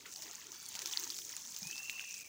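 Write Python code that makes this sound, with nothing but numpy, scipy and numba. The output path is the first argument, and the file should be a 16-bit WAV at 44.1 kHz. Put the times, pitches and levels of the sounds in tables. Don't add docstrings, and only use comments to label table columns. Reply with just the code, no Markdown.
import sys
import numpy as np
from scipy import signal
from scipy.fft import rfft, irfft
from scipy.io import wavfile
from scipy.ndimage import uniform_filter1d
from numba import njit

SR = 44100
rng = np.random.default_rng(int(sys.argv[2]) if len(sys.argv) > 2 else 0)


def generate_wav(sig):
    pcm = np.round(np.clip(np.atleast_2d(sig).T, -1, 1) * 32767).astype(np.int16)
    wavfile.write(sys.argv[1], SR, pcm)


def magnitude_from_level(level_db):
    exponent = np.asarray(level_db, float) / 20
    return 10 ** exponent


N = 100636
T = np.arange(N) / SR

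# frequency in Hz, level in dB.
SPRAY_COLOUR = [(1200, -14), (2800, -9), (4700, -6), (6300, 1), (7300, -4), (8600, -11.5), (13000, -19),
                (15700, -12.5)]
DROP_RISE = .025


def unit(x):
    return x / np.sqrt(np.mean(x ** 2))


def colour(x, points):
    hz, db = np.array(points).T
    f = np.maximum(np.arange(N // 2 + 1) * SR / N, 1)
    curve_db = np.interp(np.log(f), np.log(hz), db)
    bass_cut_db = 12 * np.minimum(np.log2(f / hz[0]), 0)
    return irfft(rfft(x) * magnitude_from_level(curve_db + bass_cut_db), N)


def walk(rate):
    hold = int(SR / rate)
    levels = rng.standard_normal(N // 40)[:N // hold + 1]
    slewed = uniform_filter1d(np.repeat(levels, hold), hold)
    return unit(uniform_filter1d(slewed, hold // 2)[:N])


@njit
def rings(length, start, step, cycles, size, rise):
    out = np.zeros(length)
    for g in range(len(start)):
        i = int(start[g])
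        turns = (i + 1 - start[g]) * step[g]
        while turns < 2.5 * cycles[g] and i + 1 < length:
            i += 1
            u = 3 * turns / cycles[g]
            swell = np.e * u * np.exp(-u)
            out[i] += size[g] * swell * np.sin(2 * np.pi * turns * (1 + rise * turns / 2))
            turns += step[g]
    return out


def ring(s, db, hz, cycles, rise):
    step = np.minimum(hz / SR, .42)
    return rings(N, s * SR, step, np.maximum(cycles + 0 * s, .5), magnitude_from_level(db), rise)


def rain(per_s, hz, cycles, scatter_db, flurry):
    when, pitch, size, length = rng.random((9000, 4))[:int(per_s * N / SR)].T
    db = -scatter_db * np.log(size + 0.03) + flurry[(when * N).astype(int)]
    return when * N / SR, db, hz(pitch), cycles * (.5 + length)


def air():
    # frequency in Hz, level in dB.
    air_colour = [(25, -33), (45, -11), (75, -4), (190, -2.5), (450, -7), (700, -9.5), (1300, -31)]
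    breeze = unit(colour(rng.standard_normal(N), air_colour + [(4000, -26)]))
    return magnitude_from_level(-70 + walk(7)) * breeze


def song(table, partials, flutter_db, burr):
    echo_db, echo_s, burr_hz = -5, .1, 420
    s, hz, db = np.array(table).T
    pitch = np.interp(T, s, hz) * (1 + .002 * walk(90))
    phase = 2 * np.pi * np.cumsum(pitch) / SR
    gain = magnitude_from_level(np.interp(T, s, db, -120, -120) + 4.5)
    tone = gain * sum(magnitude_from_level(d + flutter_db * walk(30.4)) * np.sin(k * phase) for k, d in partials)
    tone = tone * (1 + burr * np.gradient(walk(burr_hz)) * SR / burr_hz / 1.5)
    lag = np.arange(SR // 2) / SR
    trees = rng.standard_normal(len(lag)) * np.exp(-lag / echo_s) * (lag > .01)
    trees = trees / np.sqrt(np.sum(trees ** 2))
    return tone + magnitude_from_level(echo_db) * signal.fftconvolve(tone, trees)[:N]


def reedy_call():
    # time in seconds, fundamental in Hz, level in dB.
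    contour = [
        (.51, 1120, -80),
        (.55, 1140, -66),
        (.6, 1158, -67),
        (.655, 1155, -64),
        (.685, 1090, -63),
        (.712, 970, -64),
        (.73, 900, -82),
    ]
    # multiple of the fundamental, level in dB.
    partials = [(2, -9), (3, -4), (4, 0)]
    return song(contour, partials, 1.04, 0)


def whistle():
    # time in seconds, pitch in Hz, level in dB.
    arch = [
        (1.62, 2350, -72),
        (1.645, 2450, -55),
        (1.72, 2630, -53),
        (1.83, 2716, -52.5),
        (1.89, 2718, -53),
        (2.0, 2670, -56),
        (2.1, 2625, -60),
        (2.22, 2475, -63),
        (2.28, 2290, -66),
    ]
    burr = np.interp(T, [1.68, 2.1], [0, .75])
    return song(arch, [(1, 0)], 1.5, burr)


def can():
    # time in seconds, peak in dB, pitch in Hz, length in cycles.
    glugs = [(0.063, -58, 423, 2.5), (0.269, -55.5, 345, 2.35), (.2, -60, 840, 12), (.28, -62, 700, 10.5),
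             (0.473, -63, 363, 8.3), (.75, -65, 797, 23), (0.841, -62, 375, 15), (.82, -82, 920, 13),
             (.88, -61, 904, 22), (.9, -66.5, 336, 6.5), (.97, -63.5, 915, 18), (1.019, -61.5, 351, 15),
             (1.128, -66.5, 325, 14), (1.199, -63.5, 384, 8.2), (1.267, -67, 410, 4.9),
             (1.469, -71, 235, 7.9), (1.51, -69, 1092, 15), (1.701, -65.5, 320, 7.2), (1.65, -62, 854, 12),
             (1.8, -59, 970, 6.7), (2.0, -60.5, 903, 5.9)]
    # time in seconds, peak in dB, pitch in Hz, length in cycles.
    slops = [
        (1.066, -51.5, 894, 8.5),
        (1.62, -49.5, 184, 3.6),
        (1.657, -50, 158, 3.4),
    ]
    s, db, hz, cycles = np.repeat(np.array(glugs, float), 16, axis=0).T
    late, louder, sharper = rng.standard_normal((len(s), 3)).T
    start = np.maximum(s + .03 * late, 0)
    bubbles = ring(start, db - 5 + 2.2 * louder, hz * np.exp(0.149 * sharper), cycles, 0.0031)
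    return bubbles + ring(*np.array(slops, float).T, 0.0084)


def patter():
    per_s, centre_hz, octaves, cycles, scatter_db = 1000, 2000, 1.25, 9, 2.0
    patch_db, patch_per_s = 2, 14

    def patch(k):
        def pitch(u):
            return centre_hz * 2 ** (octaves * (2 * (k + u) / 4 - 1))
        drops = rain(per_s / 4, pitch, cycles, scatter_db, patch_db * walk(patch_per_s))
        return ring(*drops, 0.)
    return unit(sum(patch(k) for k in range(4)))


def shower():
    # time in seconds, level in dB, share of dull soil patter in dB.
    flow = [(0, -53, 7), (0.044, -55.5, 6.5), (.065, -50, 11.5), (0.132, -49.5, -9), (.27, -47.5, 5),
            (.45, -52, 6), (.68, -49, -2), (.77, -48, 7), (.95, -43, 5), (1.079, -43.5, 0),
            (1.222, -44, -20), (1.32, -45.5, -1), (1.42, -47.5, -4), (1.75, -45.5, -7.5), (2.02, -48, 0.5),
            (2.16, -48, -9.5), (2.28, -50.5, -2.5)]
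    drops_per_s, scatter_db, drop_cycles = 2000, 2.4, 7
    flurry_db, flurry_per_s = 1.1, 35
    droplets_db, mist_db, patter_db = -5, -8.5, -17.5
    s, db, dull_db = np.array(flow, float).T
    dullness_db = np.interp(T, s, dull_db)
    gusts = [flurry_db * walk(flurry_per_s) for _ in range(4)]
    gusts[0] = gusts[0] + .5 * dullness_db
    drops = 0
    for gust, low_hz, span in zip(gusts, (1500, 4200, 8500), (2.8, 2.02, 1.87)):
        t, size, hz, cycles = rain(drops_per_s / 3, lambda u: low_hz * span ** u, drop_cycles,
                                   scatter_db, gust + .5 * gusts[1])
        level = size + 20 * np.log10(hz / 1000) - 10 * np.log10(1 / np.log(span))
        drops = drops + ring(t, level, hz, cycles, DROP_RISE)
    mist_colour = [(hz, d - 7 * (hz < 3800)) for hz, d in SPRAY_COLOUR]
    mist = unit(colour(rng.standard_normal(N), mist_colour))
    spray = magnitude_from_level(droplets_db) * unit(colour(drops, SPRAY_COLOUR)) + magnitude_from_level(mist_db) * mist
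    spray = spray + magnitude_from_level(patter_db + dullness_db) * patter()
    return spray * magnitude_from_level(np.interp(T, s, db))


def middling_drops():
    # time in seconds, peak in dB, pitch in Hz.
    ticks = [(0.0649, -42, 7000), (0.1164, -35, 6820.0), (0.1391, -33, 6800), (0.1749, -47, 6160.0),
             (0.1914, -41, 5900), (0.2369, -40, 4670), (0.3123, -31, 6700), (0.3512, -33, 6440.0),
             (0.3556, -31, 6640), (0.4019, -46, 6580.0), (0.4152, -44, 6010.0), (0.442, -40, 6760),
             (0.469, -33.5, 6400), (0.5082, -38, 6540.0), (0.5266, -41, 6620.0), (0.657, -33.5, 6360.0),
             (0.6854, -35, 6690.0), (0.7191, -43, 6230.0), (0.758, -35, 6200), (0.763, -33.5, 4450),
             (0.7678, -34, 6490.0), (0.866, -31, 6160), (0.9178, -36, 6690.0), (0.93, -27, 6130.0),
             (1.0049, -36, 5960.0), (1.0433, -26, 6160), (1.0763, -28.5, 6280.0), (1.0949, -33, 6250.0),
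             (1.1071, -31, 5760), (1.2504, -30, 6970.0), (1.3307, -33.5, 5680.0), (1.3754, -36, 6440.0),
             (1.418, -35, 5840.0), (1.4211, -34, 6200), (1.4549, -40, 6230.0), (1.4626, -34, 6200),
             (1.4734, -34, 6100), (1.481, -44, 5960), (1.5217, -39, 7200), (1.5745, -35, 6500),
             (1.588, -35, 7050.0), (1.7571, -34, 5670), (1.766, -31, 6140), (1.8315, -32, 6540),
             (2.0447, -38, 6060.0), (2.1214, -36, 6480.0), (2.1272, -36, 6610.0), (2.2603, -51, 6200)]
    # time in seconds, peak in dB, pitch in Hz.
    blips = [(0.0086, -54, 2130), (0.2308, -60, 1790), (0.2605, -49, 1830.0), (0.2795, -48, 1850),
             (0.3814, -51, 1720), (0.416, -48, 1840.0), (0.6156, -61, 1930.0), (0.96, -41.5, 1930),
             (0.9882, -46, 1900), (1.0302, -53, 1720), (1.3776, -56.5, 1980.0), (1.4429, -58, 1660.0),
             (1.604, -55, 1940.0), (1.7009, -48, 1730), (1.8016, -50, 1620), (1.8227, -53, 1730),
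             (1.9293, -52, 1840), (1.9803, -47, 2060.0), (2.0063, -48, 1540), (2.04, -46, 1860.0)]
    # time in seconds, peak in dB, pitch in Hz.
    pips = [
        (0.2804, -45, 3570.0),
        (0.417, -62, 3360),
        (1.1386, -43, 3440),
        (1.3273, -42.5, 3130),
        (1.3784, -42, 3400),
        (1.45, -44, 3460),
        (1.5478, -43.5, 3400.0),
        (1.7569, -45, 3470),
        (2.041, -44, 3330),
        (2.156, -48, 3320),
    ]
    high = ring(*np.array(ticks, float).T, 3.7, 0.0036)
    return high + ring(*np.array(blips + pips, float).T, 4.6, 0.011)


def fat_drops():
    # time in seconds, peak in dB, pitch in Hz, length in cycles.
    fat = [(0.124, -32, 7300, 2.5), (0.16, -36, 4740, 7), (0.2219, -29.5, 6190, 2.5),
           (0.5184, -35, 5970, 11), (0.6619, -42, 4400, 8.1), (0.6885, -39, 6500, 18),
           (0.742, -34, 5300, 1.6), (0.7529, -27, 5960, 0.77), (0.7914, -25.5, 5760, 1.7),
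           (0.8186, -26, 7000, 1.8), (0.8588, -20.5, 6150, 2.1), (0.8719, -27, 6050, 1),
           (0.912, -32.5, 5360, 3), (0.9263, -30, 6000, 5.5), (0.9731, -16, 4890, 3.5),
           (0.9976, -31, 6400, 3.4), (1.0378, -26, 6500, 4.1), (1.1025, -25, 4860, 3.4),
           (1.1436, -32, 6860, 5.9), (1.1657, -35, 5180, 5.3), (1.1871, -29.5, 5900, 3),
           (1.293, -33, 6320, 7.5), (1.3654, -31.5, 6820, 11.4),
           (1.5432, -35, 6000, 1.6), (1.5639, -29, 6600, 2.7), (1.6294, -33.5, 5280, 10.3),
                (1.6707, -32, 6750, 3.9), (1.7115, -29.5, 6140, 6.5), (1.7798, -27, 5770, 2.5),
                (1.9097, -41, 6750, 4.4), (1.941, -55, 7300, 4.1), (2.011, -34.5, 6500, 3.3),
                (2.109, -33.5, 6100, 6.4), (2.141, -32, 6000, 8.8), (2.18, -39, 7100, 11),
                (2.2084, -34, 7200, 3.6)]
    # time in seconds, peak in dB, pitch in Hz, length in cycles.
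    plops = [(0.0564, -42.5, 2100, 4.2), (0.06, -37.5, 2870, 1.7), (0.9354, -29, 3510, 6.2),
             (1.8966, -30.5, 4300, 2.9), (1.1215, -41, 3330, 8), (1.2181, -39, 3570, 4),
             (1.2985, -50.5, 1830, 7.1), (1.3375, -48, 1980, 8.9), (1.728, -42, 2910, 10),
             (1.8964, -27.5, 2690, 4.2), (1.9951, -28.5, 2900, 3.4)]
    # time in seconds, peak in dB, pitch in Hz.
    snaps = [
        (0.628, -37.5, 9900),
        (0.663, -32, 8340),
        (.689, -29, 10300),
        (.997, -25, 15000),
        (1.366, -32, 8100),
        (1.588, -31, 15200),
        (1.673, -32, 9300),
    ]
    splatter_db, splatter_s, tick_db = -13, 0.0096, -41
    s, db, hz, cycles = np.array(fat + plops).T
    in_puddle = np.arange(len(s)) >= len(s) - len(plops)
    hits = np.zeros(N)
    hits[(s * SR).astype(int)] = magnitude_from_level(np.minimum(db, -29) - 6 * in_puddle)
    tail = signal.lfilter([1], [1, -np.exp(-1 / (splatter_s * SR))], hits)
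    grit = unit(colour(rng.standard_normal(N) * magnitude_from_level(3.2 * walk(900)), SPRAY_COLOUR))
    tick = ring(s, db + tick_db, 11000 + 0 * s, 1.0, 0.)
    body = ring(s, db, hz * 0.9, cycles, DROP_RISE)
    sparkle = ring(*np.array(snaps, float).T, 3.2, DROP_RISE)
    return body + sparkle + tick + magnitude_from_level(splatter_db) * tail * grit


def scene():
    birds = whistle() + reedy_call()
    water = shower() + fat_drops() + middling_drops() + can()
    return (water + birds + air())[None]


def top_cut(x):
    return signal.sosfilt(signal.butter(12, 16640, fs=SR, output="sos"), x)


def record(dry):
    port_hz, port_width_hz, port_db, top_hz = 15070, 510, 9, 15800
    f = np.arange(N // 2 + 1) * SR / N
    port = magnitude_from_level(port_db * np.exp(-((f - port_hz) / port_width_hz) ** 4))
    heard = irfft(rfft(dry) * port, N)
    heard = heard * magnitude_from_level(-15 * np.exp(-((T - 2.238) / 0.0031) ** 2))
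    heard = signal.sosfilt(signal.ellip(10, .2, 80, top_hz, fs=SR, output="sos"), heard)
    return top_cut(heard)


dry = scene()
out = record(dry)
generate_wav(out)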